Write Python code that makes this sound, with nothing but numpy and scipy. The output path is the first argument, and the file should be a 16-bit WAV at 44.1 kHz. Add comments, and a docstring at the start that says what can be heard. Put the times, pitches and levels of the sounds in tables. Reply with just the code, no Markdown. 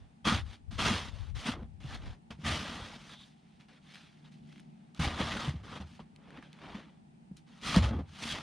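"""A snow shovel is pushed along the boards of a small wooden porch, heard from the snow below.
Crust crunches under the blade as dense random grains, coloured by faint blade and scoop resonances;
the hollow deck drums and knocks in damped modes of boards and joists, and crust and grit snap.
A far hum and engine drone, shaped noise and wavering harmonics, hang over the fields, and at first
a breeze brushes the microphone as lumpy low noise."""
import sys
import numpy as np
from scipy import signal
from scipy.fft import rfft, irfft, next_fast_len
from scipy.io import wavfile
from scipy.ndimage import uniform_filter1d

SR = 44100
rng = np.random.default_rng(int(sys.argv[2]) if len(sys.argv) > 2 else 0)


def digitize_waveform(pressure):
    """Quantize a signal to 16-bit integers and store it at the path in sys.argv[1].

    Rows of a 2-D input are taken as channels; values are limited to [-1, 1].
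    """
    field = np.atleast_2d(pressure).T
    bounded = np.clip(field, -1, 1)
    quanta = np.round(bounded * 32767).astype(np.int16)
    wavfile.write(sys.argv[1], SR, quanta)


N = 371497  # length in samples


def gain_of(db):
    """Amplitude factor of a level in dB."""
    return 10 ** (np.asarray(db) / 20)


def evened(x):
    """Scale to an RMS of 1."""
    return x / np.sqrt(np.mean(x ** 2) + 1e-20)


def peaked(x):
    """Scale to a peak of 1."""
    return x / abs(x).max()


def read(points, hz):
    """Read a spectrum table between its points on a logarithmic frequency axis."""
    f, value = np.transpose(points)
    return np.interp(np.log(hz + 1), np.log(f + 1), value)


def follow(rows, t):
    """Follow each column of a time table in straight lines."""
    s, *columns = np.transpose(rows)
    return [np.interp(t, s, c) for c in columns]


def add(mix, s, sound):
    """Lay a sound into the mix from s seconds on, cut at the end."""
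    part = mix[round(s * SR):][:len(sound)]
    part += sound[:len(part)]


def band(noise, order, edges_hz):
    """Band-pass a noise between two edges."""
    return signal.sosfilt(signal.butter(order, edges_hz, "band", fs=SR, output="sos"), noise)


def grit(per_s, spread_db):
    """Random tiny impacts; most are small, a few large."""
    size = gain_of(spread_db * np.minimum(rng.exponential(1, N), 5))
    struck = rng.standard_normal(N) * (rng.random(N) < per_s / SR)
    return evened(size * struck)


# snow crust crushed under the edge, relative spectrum: [f/Hz, level/dB per Hz]
CRUNCH = [(160, -13), (280, 1), (380, -6), (479, -5.5), (820, -2.5), (1190, -4), (2570, -7), (3300, -5.5),
          (6400, -18.5), (7900, -29), (9050, -30.5), (11500, -42), (15500, -50)]
# blade resonances: [f/Hz, width/Hz, level over the crunch at a ringing of 1/dB]
BLADE = [(1220, 70, 4.5), (1930, 50, 2.5), (3280, 110, 3)]
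# the hollow of the scoop sings while pressed flat: [start t/s, end t/s, first f/Hz, last f/Hz]
SCOOP = [(0.246, .33, 1256, 1203), (5.363, 5.48, 1506, 950), (5.669, 5.79, 1158, 1102),
         (7.75, 7.8, 850, 800)]
SCOOP_DB, SCOOP_WIDTH_HZ = 5.5, 280
RINGING, RINGING_PER_DB = 1.2, .06  # freedom to ring at -45 dB; harder strokes ring more
LIFTED_RINGING = 0.25  # share of the ringing left to the loaded blade in the air
LOOSE_HZ, LOOSE_DB = 2330, 3.5  # snow sliding off the lifted blade gathers around one broad band


def scraping():
    """Crystals crush under the edge; the snow that loads the blade tilts the colour and damps its modes."""
    grains = grit(per_s=14000, spread_db=1.0) + 0.28 * grit(per_s=900, spread_db=1.0)
    hz, t, z = signal.stft(grains, SR, nperseg=1024, noverlap=896)
    level_db, tilt_db = contacts(t)[:2]

    ringing = np.clip(RINGING + RINGING_PER_DB * (level_db + 45), 0, 2.5)
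    ringing *= 1 - (1 - LIFTED_RINGING) * lifted(t)
    modes_db = sum(db / (1 + (2 * (hz - f) / width) ** 2) for f, width, db in BLADE)
    octaves = np.log2((hz + 100) / (hz + 5000) * 3)  # the tilt flattens at both ends
    colour_db = read(CRUNCH, hz)[:, None] + np.outer(modes_db, ringing) + np.outer(octaves, tilt_db)
    loose_db = LOOSE_DB * np.exp(-np.log2((hz + 1) / LOOSE_HZ) ** 2)
    colour = gain_of(colour_db + np.outer(loose_db, lifted(t)))
    for a, b, first_hz, last_hz in SCOOP:
        glide_hz = np.interp(t, [a, b], [first_hz, last_hz])
        off = 2 * (hz[:, None] - glide_hz) / SCOOP_WIDTH_HZ
        colour *= gain_of(SCOOP_DB * ((t > a) & (t < b)) / (1 + off ** 2))
    colour /= np.sqrt((colour ** 2).mean(0))  # colour alone, no level

    # the contact point wanders: patches in frequency and time
    patches = uniform_filter1d(rng.standard_normal(z.shape), 7, 0)
    patches = evened(uniform_filter1d(patches, 10, 1))
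    z = z * colour * gain_of(1.87 * patches)
    crunch = signal.istft(z, SR, nperseg=1024, noverlap=896)[1][:N]
    stutter = evened(uniform_filter1d(rng.standard_normal(N), 400))  # the edge catches and slips
    return gain_of(at_samples(count=0) + 1.02 * stutter) * evened(crunch)


# each contact of blade, boot or loose snow:
# [start t/s, rise/s, level/dB, hold/s, change over the hold/dB, brightness/dB per octave]
STROKES = [(0, 0.0025, -66.5, 0.24, -18, -3.5), (0.243, 0.03, -25.5, 0.11, -14, .5),
           (0.439, 0.021, -60.5, 0.084, 4.5, 2), (0.706, 0.008, -50.5, 0.14, -10, 2),
           (0.777, 0.02, -32, 0.035, -1.5, 1.5), (0.818, 0.049, -28, 0.22, -22, 1.5),
           (1.07, 0.097, -55.5, 0.13, -6, 0.5), (1.344, 0.013, -48.5, 0.11, 1.5, 2.5),
           (1.447, 0.024, -34, 0.08, -16, 1.5), (1.524, 0.016, -48.5, 0.092, 0.5, -9.5),
           (1.801, 0.0023, -59.5, 0.15, 14, 0.5), (1.93, 0.14, -51, 0.073, -8.5, -2.5),
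           (2.303, 0.0053, -46, 0.048, -20.5, -0.5), (2.372, 0.11, -49, 0.0083, 0, 1),
           (2.434, 0.038, -33, 0.16, -8.5, 2), (2.637, 0.021, -42.5, .31, -10, .5),
           (2.975, 0.018, -58.5, 0.15, 5.5, 2.5), (3.154, 0.061, -59.5, 0.11, -12, 6),
           (3.42, 0.038, -76.5, 0.11, 2.5, 2.5), (3.588, 0.021, -61.5, 0.013, -3.5, 3),
           (3.679, 0.01, -61.5, 0.092, -4.5, -1), (3.806, 0.15, -55.5, 0.31, -26, 4),
           (4.24, 0.0045, -63.5, 0.042, -5.5, 1.5), (4.308, .012, -66.5, 0.05, -6, 7.5),
           (4.394, 0.087, -69, 0.13, 2, 6), (4.942, 0.0053, -61, 0.033, 2.5, 3),
           (4.991, 0.0065, -39.5, 0.052, 7.5, 1.5), (5.061, 0.0094, -37.5, 0.098, -7, -2),
           (5.153, 0.053, -33.5, .005, 1, -1.5), (5.218, 0.014, -40, 0.15, 0.5, 0),
           (5.372, 0.034, -39, 0.09, -5, 0.5), (5.495, 0.022, -55.5, 0.1, -9, -2),
           (5.625, 0.013, -53.5, 0.13, 9, -1.5), (5.798, 0.0097, -46, .022, -8.5, -2),
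           (5.841, 0.027, -66, 0.1, 2, 4), (5.986, 0.019, -52, 0.011, -6, -4.5),
           (6.147, 0.0077, -69.5, 0.23, 18.5, -6), (6.396, 0.037, -58.5, 0.11, -14.5, -2),
           (6.51, 0.032, -62, 0.064, -1, -2), (6.584, 0.04, -51, 0.12, 1, -5),
           (6.739, 0.014, -48, 0.24, -32, -3.5), (7.363, 0.0063, -61, 0.028, -11.5, 9.5),
           (7.46, .01, -67, 0.16, 5.5, 2), (7.61, 0.061, -37, 0.11, 3, 4.5),
           (7.737, 0.011, -34.5, 0.049, -5, -3), (7.815, 0.016, -34.5, 0.069, -10.5, -1.5),
           (7.906, .005, -37, 0.066, -3.5, -9.5), (7.982, 0.0082, -39, 0.03, -10.5, -9),
           (8.003, 0.047, -70.5, 0.17, 23.5, 4), (8.208, 0.018, -41.5, 0.1, 3, 5),
           (8.328, 0.012, -40, 0.09, -9.5, 0)]
RISE_DB = 24  # climbed over the last nine tenths of the rise
RELEASE_DB_PER_S = 450.5  # fall once the hold ends
RUSTLE_DB = -78  # loose snow and clothes while the blade is lifted
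DULL_SHAKE = 0.71  # extra shake of the deck, dB per dB of dullness


def contacts(t):
    """All strokes together: level/dB, brightness led by the loudest, shaking of the deck/dB."""
    s, rise, db, hold, change_db, tilt_db = np.transpose(STROKES)[:, :, None]
    rise, hold = np.maximum(rise, .002), np.maximum(hold, .002)
    since = t - s - rise
    climb_db = RISE_DB * np.log10(np.clip(1 + since / rise, 1e-4, 1))
    held_db = change_db * np.clip(since / hold, 0, 1)
    release_db = RELEASE_DB_PER_S * np.maximum(since - hold, 0)
    level_db = db + climb_db + held_db - release_db
    power = gain_of(2 * np.maximum(level_db, -130))  # twice the dB gives power
    total_db = 10 * np.log10(power.sum(0) + lifted(t) * gain_of(2 * RUSTLE_DB))
    brightness = (power * tilt_db).sum(0) / power.sum(0)
    return total_db, brightness, total_db - DULL_SHAKE * brightness - 12 * lifted(t)


def at_samples(count):
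    """One result of contacts, drawn sample by sample through millisecond steps."""
    t = np.arange(0, N / SR + .01, .001)
    return np.interp(np.arange(N) / SR, t, contacts(t)[count])


# the blade is off the deck: [start t/s, end t/s]
LIFTED = [(3.3, 4.93), (6.04, 7)]


def lifted(t):
    """1 while the blade is in the air, 0 on the deck, with 15 ms ramps."""
    return sum(np.clip(np.minimum(t - a, b - t) / 0.015, 0, 1) for a, b in LIFTED)


# the bare edge hisses thinly: [start t/s, end t/s, level/dB]
RASPS = [(3.087, 3.25, -58.5), (4.241, 4.269, -65)]


def rasp():
    """A narrow hiss of the bare edge: band-passed noise with 10 ms ramps."""
    t = np.arange(N) / SR
    hiss = evened(band(rng.standard_normal(N), 2, [3200, 3850]))
    level = sum(gain_of(db) * np.clip(np.minimum(t - a, b - t) / .01, 0, 1) for a, b, db in RASPS)
    return level * hiss


# damped modes of the deck boards: [f/Hz, relative level/dB, undamped-by-stretch t60/s]
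BOARDS = [(151.8, -1.5, 0.19), (193, 3.5, 0.12), (225.4, 0.5, 0.31), (266.2, -6, 0.13), (407, -10.5, 0.06)]
# damped modes of the joists below: [nominal f/Hz, relative level/dB, t60 before any stretch/s]
JOISTS = [(44.7, -15, 0.43), (63.8, 7.5, 0.27), (89, 3.5, 0.41), (115.9, 0, 0.27)]
BOARDS_DB, JOISTS_DB = -9.5, -8.5  # beside the shaking of the deck
BOARDS_REST_DB, JOISTS_REST_DB = -66, -76  # floor of the drumming


def ring(modes, stretch=1):
    """What a tap leaves in a set of damped modes; stretch scales their decay times."""
    t = np.arange(SR // 2) / SR
    return sum(gain_of(db - 60 * t / (t60 * stretch)) * np.sin(2 * np.pi * hz * t)
               for hz, db, t60 in modes)


def drumming():
    """Uneven bumps keep the boards and the joists under them sounding; a harder stroke drums louder."""
    stroke, deck = gain_of(at_samples(count=0) - 7), gain_of(at_samples(count=2))
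    boards = evened(signal.oaconvolve(grit(per_s=400, spread_db=0.5), ring(BOARDS))[:N])
    joists = evened(signal.oaconvolve(grit(per_s=200, spread_db=3.5), ring(JOISTS, .5))[:N])
    slow = uniform_filter1d(deck, 3000)  # the heavy joists respond sluggishly
    boards_power = stroke ** 2 + (gain_of(BOARDS_DB) * deck) ** 2 + gain_of(2 * BOARDS_REST_DB)
    joists_gain = np.hypot(gain_of(JOISTS_DB) * slow, gain_of(JOISTS_REST_DB))
    return np.sqrt(boards_power) * boards + joists_gain * joists


# blows of blade or boot on the deck:
# [t/s, boards reference level/dB, struck spot f/Hz, joists peak level/dB]
KNOCKS = [(0.273, -28, 215, -42), (0.317, -25, 220, -25), (0.723, -38.5, 194, -42), (0.802, -44, 218, -47),
          (0.855, -29, 164, -33), (0.907, -25.5, 218, -33), (1.485, -26, 248, -40), (1.616, -39, 230, -46),
          (1.843, -30, 129, -41), (2.302, -42, 210, -45), (2.387, -35, 154, -69), (2.432, -40, 232, -35),
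          (2.478, -38, 270, -30), (4.993, -18.5, 158.5, -26.5), (5.201, -24.5, 218.5, -31.5),
          (5.476, -19.5, 140, -31.5), (5.538, -29, 163, -35.5), (5.799, -37, 195, -39),
          (5.998, -43, 216, -60), (6.747, -33, 207, -57), (7.311, -34, 189, -54.5), (7.765, -9, 187, -19),
          (7.796, -20, 121, -25.5), (7.843, -31, 215, -26), (7.941, -35, 282.6, -30),
          (7.992, -35, 277, -39)]


def knocks():
    """Each blow: the struck board for a few cycles, its neighbours, the joists swelling after."""
    out, t = np.zeros(N), np.arange(SR // 8) / SR
    swell = 1 - np.exp(-np.arange(SR // 2) / 600)
    for s, db, hz, joists_db in KNOCKS:
        spot = np.sin(2 * np.pi * hz * t) * (t / 0.0089) * np.exp(1 - t / 0.0062)
        add(out, s, gain_of(db) * spot)
        # neighbours sound weaker the further they are in pitch
        near = [(f, mode_db - 9 * abs(np.log2(f / hz)), t60) for f, mode_db, t60 in BOARDS]
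        add(out, s + 0.0042, gain_of(db - 7.5) * peaked(ring(near, 0.46)))
        # weight on the deck detunes the joists
        shaken = [(f * rng.uniform(0.878, 1.232), mode_db + 2.0 * rng.standard_normal(), t60)
                  for f, mode_db, t60 in JOISTS]
        add(out, s, gain_of(joists_db) * peaked(ring(shaken) * swell))
    return out


# small snaps of crust and grit: [t/s, peak level/dB, f/Hz]
SNAPS = [(1.9464, -41, 1670), (3.599, -54, 1620), (3.686, -51, 2400), (3.946, -38, 2900),
         (3.9564, -38, 2000), (4.527, -47, 2270), (4.5597, -45.5, 2080), (4.58, -48, 2100),
         (4.597, -46, 2100), (4.602, -52, 6500), (4.948, -43, 3650), (5.994, -39.5, 726),
         (6.162, -46, 3170), (6.306, -44, 1850), (6.374, -42, 1810), (6.426, -41.5, 1310),
         (6.5302, -41, 3000), (6.589, -47, 1800), (7.37, -45, 5460), (7.615, -43, 3030), (7.761, -21, 810),
         (7.763, -18, 3500)]


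def snaps():
    """A sharp break and a few milliseconds of crumbs around a pitch; low snaps last longer."""
    out, t = np.zeros(N), np.arange(SR // 30) / SR
    for s, db, hz in SNAPS:
        edges_hz = np.clip([hz / 1.6, hz * 1.48], 100, 10000)
        crumbs = rng.standard_normal(len(t)) * np.exp(-t * hz / 5)
        crumbs[0] = 10.0  # the break itself
        add(out, s, gain_of(db) * peaked(band(crumbs, 2, edges_hz)))
    return out


# far hum and hiss, relative spectrum: [f/Hz, level/dB per Hz]
HUM = [(25, -37), (116, -28.5), (140, -4.5), (227, -5), (270, -19.5), (368, -21), (450, -36), (803, -24),
       (1080, -38.5), (2550, -37.5), (9500, -52.5), (11000, -83), (15500, -97)]
# swell of hum and drone: [t/s, level/dB]
HUM_SWELL = [(0, -67), (2.8, -58.5), (3.5, -64.5), (4.1, -63), (4.5, -53), (4.9, -57.5), (6, -59.5),
             (7, -59.5), (8.42, -60.5)]


def hum():
    """Far, dull drone with faint hiss above it: shaped noise whose low part swells."""
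    hz, t, z = signal.stft(rng.standard_normal(N), SR, nperseg=2048)
    low = (hz[:, None] > 110) / (1 + (hz[:, None] / 450) ** 2)  # only the low drone swells
    swell_db = follow(HUM_SWELL, t)[0]
    z = z * gain_of(read(HUM, hz)[:, None] + low * (swell_db - swell_db.mean()))
    return gain_of(swell_db.mean()) * evened(signal.istft(z, SR, nperseg=2048)[1][:N])


# harmonics of a far engine: [multiple of the firing rate, level beside the hum swell/dB]
DRONE = [(2, -3.5), (3, -5.5), (4, -20)]
DRONE_HZ, DRONE_WAVER = 75.7, .012  # firing rate and the share of it by which it wavers


def drone():
    """A few harmonics of the far engine, each fading in and out on its own, swelling with the hum."""
    steps = rng.standard_normal((len(DRONE) + 1, N // 5000 + 2))  # one step every 5000 samples
    drift = [np.interp(np.arange(N) / 5000, np.arange(len(row)), row) for row in steps]
    turns = np.cumsum(DRONE_HZ * (1 + DRONE_WAVER * drift[-1])) / SR
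    tones = sum(gain_of(db + 2.9 * fade) * np.sin(2 * np.pi * round(k) * turns)
                for (k, db), fade in zip(DRONE, drift))
    return gain_of(follow(HUM_SWELL, np.arange(N) / SR)[0]) * tones


# breeze on the microphone ports: [t/s, left level/dB, right level/dB]
BREEZE = [(0, -51, -43), (.15, -71, -82), (.45, -34.5, -42), (.58, -59.5, -67.5), (.7, -36, -52),
          (1.0, -51, -53), (1.15, -39, -59), (1.39, -34.5, -46), (1.43, -53.5, -54), (1.7, -46.5, -67),
          (2.1, -42, -39.5), (2.22, -66, -79.5), (3.2, -92, -90)]


def breeze():
    """Lumpy low buffeting, unrelated at the two ports."""
    air = evened(band(rng.standard_normal((2, N)), 3, [38, 105]))
    lumps = evened(uniform_filter1d(rng.standard_normal((2, N)), 2000))
    return gain_of(np.array(follow(BREEZE, np.arange(N) / SR)) + 1.26 * lumps) * air


def ports(mid, scattered, side_db):
    """Left and right from the sound ahead plus and minus its scattered part."""
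    size = next_fast_len(N)
    hz = np.fft.rfftfreq(size, 1 / SR)
    turned = 1j * rfft(scattered, size)  # a quarter turn: no pull to one side
    side = irfft(turned * gain_of(read(side_db, hz)), size)[:N]
    return np.array([mid + side, mid - side])


# stereo width of the porch sounds: [f/Hz, side minus mid level/dB]
PORCH_SIDE = [(60, -29.5), (160, -52), (290, -25.5), (640, -15.5), (1220, -10.5), (3300, -21.5),
              (5500, -10.5), (9000, -3)]
# stereo width of the hum: [f/Hz, side minus mid level/dB]
HUM_SIDE = [(60, -20), (200, -7), (450, 2.5), (1000, 7), (3300, -1)]


def scene():
    """The porch lies ahead, a hair to the left; the hum comes from all around."""
    blows = knocks() + snaps() + rasp()
    porch = [blows + scraping() + drumming() for _ in range(2)]  # ahead and scattered
    ahead = ports(*porch, PORCH_SIDE) * gain_of([[.1], [-.1]])
    return ahead + ports(hum(), hum(), HUM_SIDE) + drone() + breeze()


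PORT_HZ, PORT_WIDTH_HZ, PORT_DB = 9050, 1000, 3  # port resonance; level of the added band
EDGE_HZ = 15600  # upper band limit


def record(dry):
    """The microphone drops the deepest bass and lifts its port resonance; then the band limit."""
    thin = signal.sosfilt(signal.butter(2, 42, "high", fs=SR, output="sos"), dry)
    resonance = signal.lfilter(*signal.iirpeak(PORT_HZ, PORT_HZ / PORT_WIDTH_HZ, SR), thin)
    lowpass = signal.firwin(511, EDGE_HZ, window=("kaiser", 9), fs=SR)
    return signal.oaconvolve(thin + gain_of(PORT_DB) * resonance, lowpass[None], "same")


dry = scene()
out = record(dry)
digitize_waveform(out)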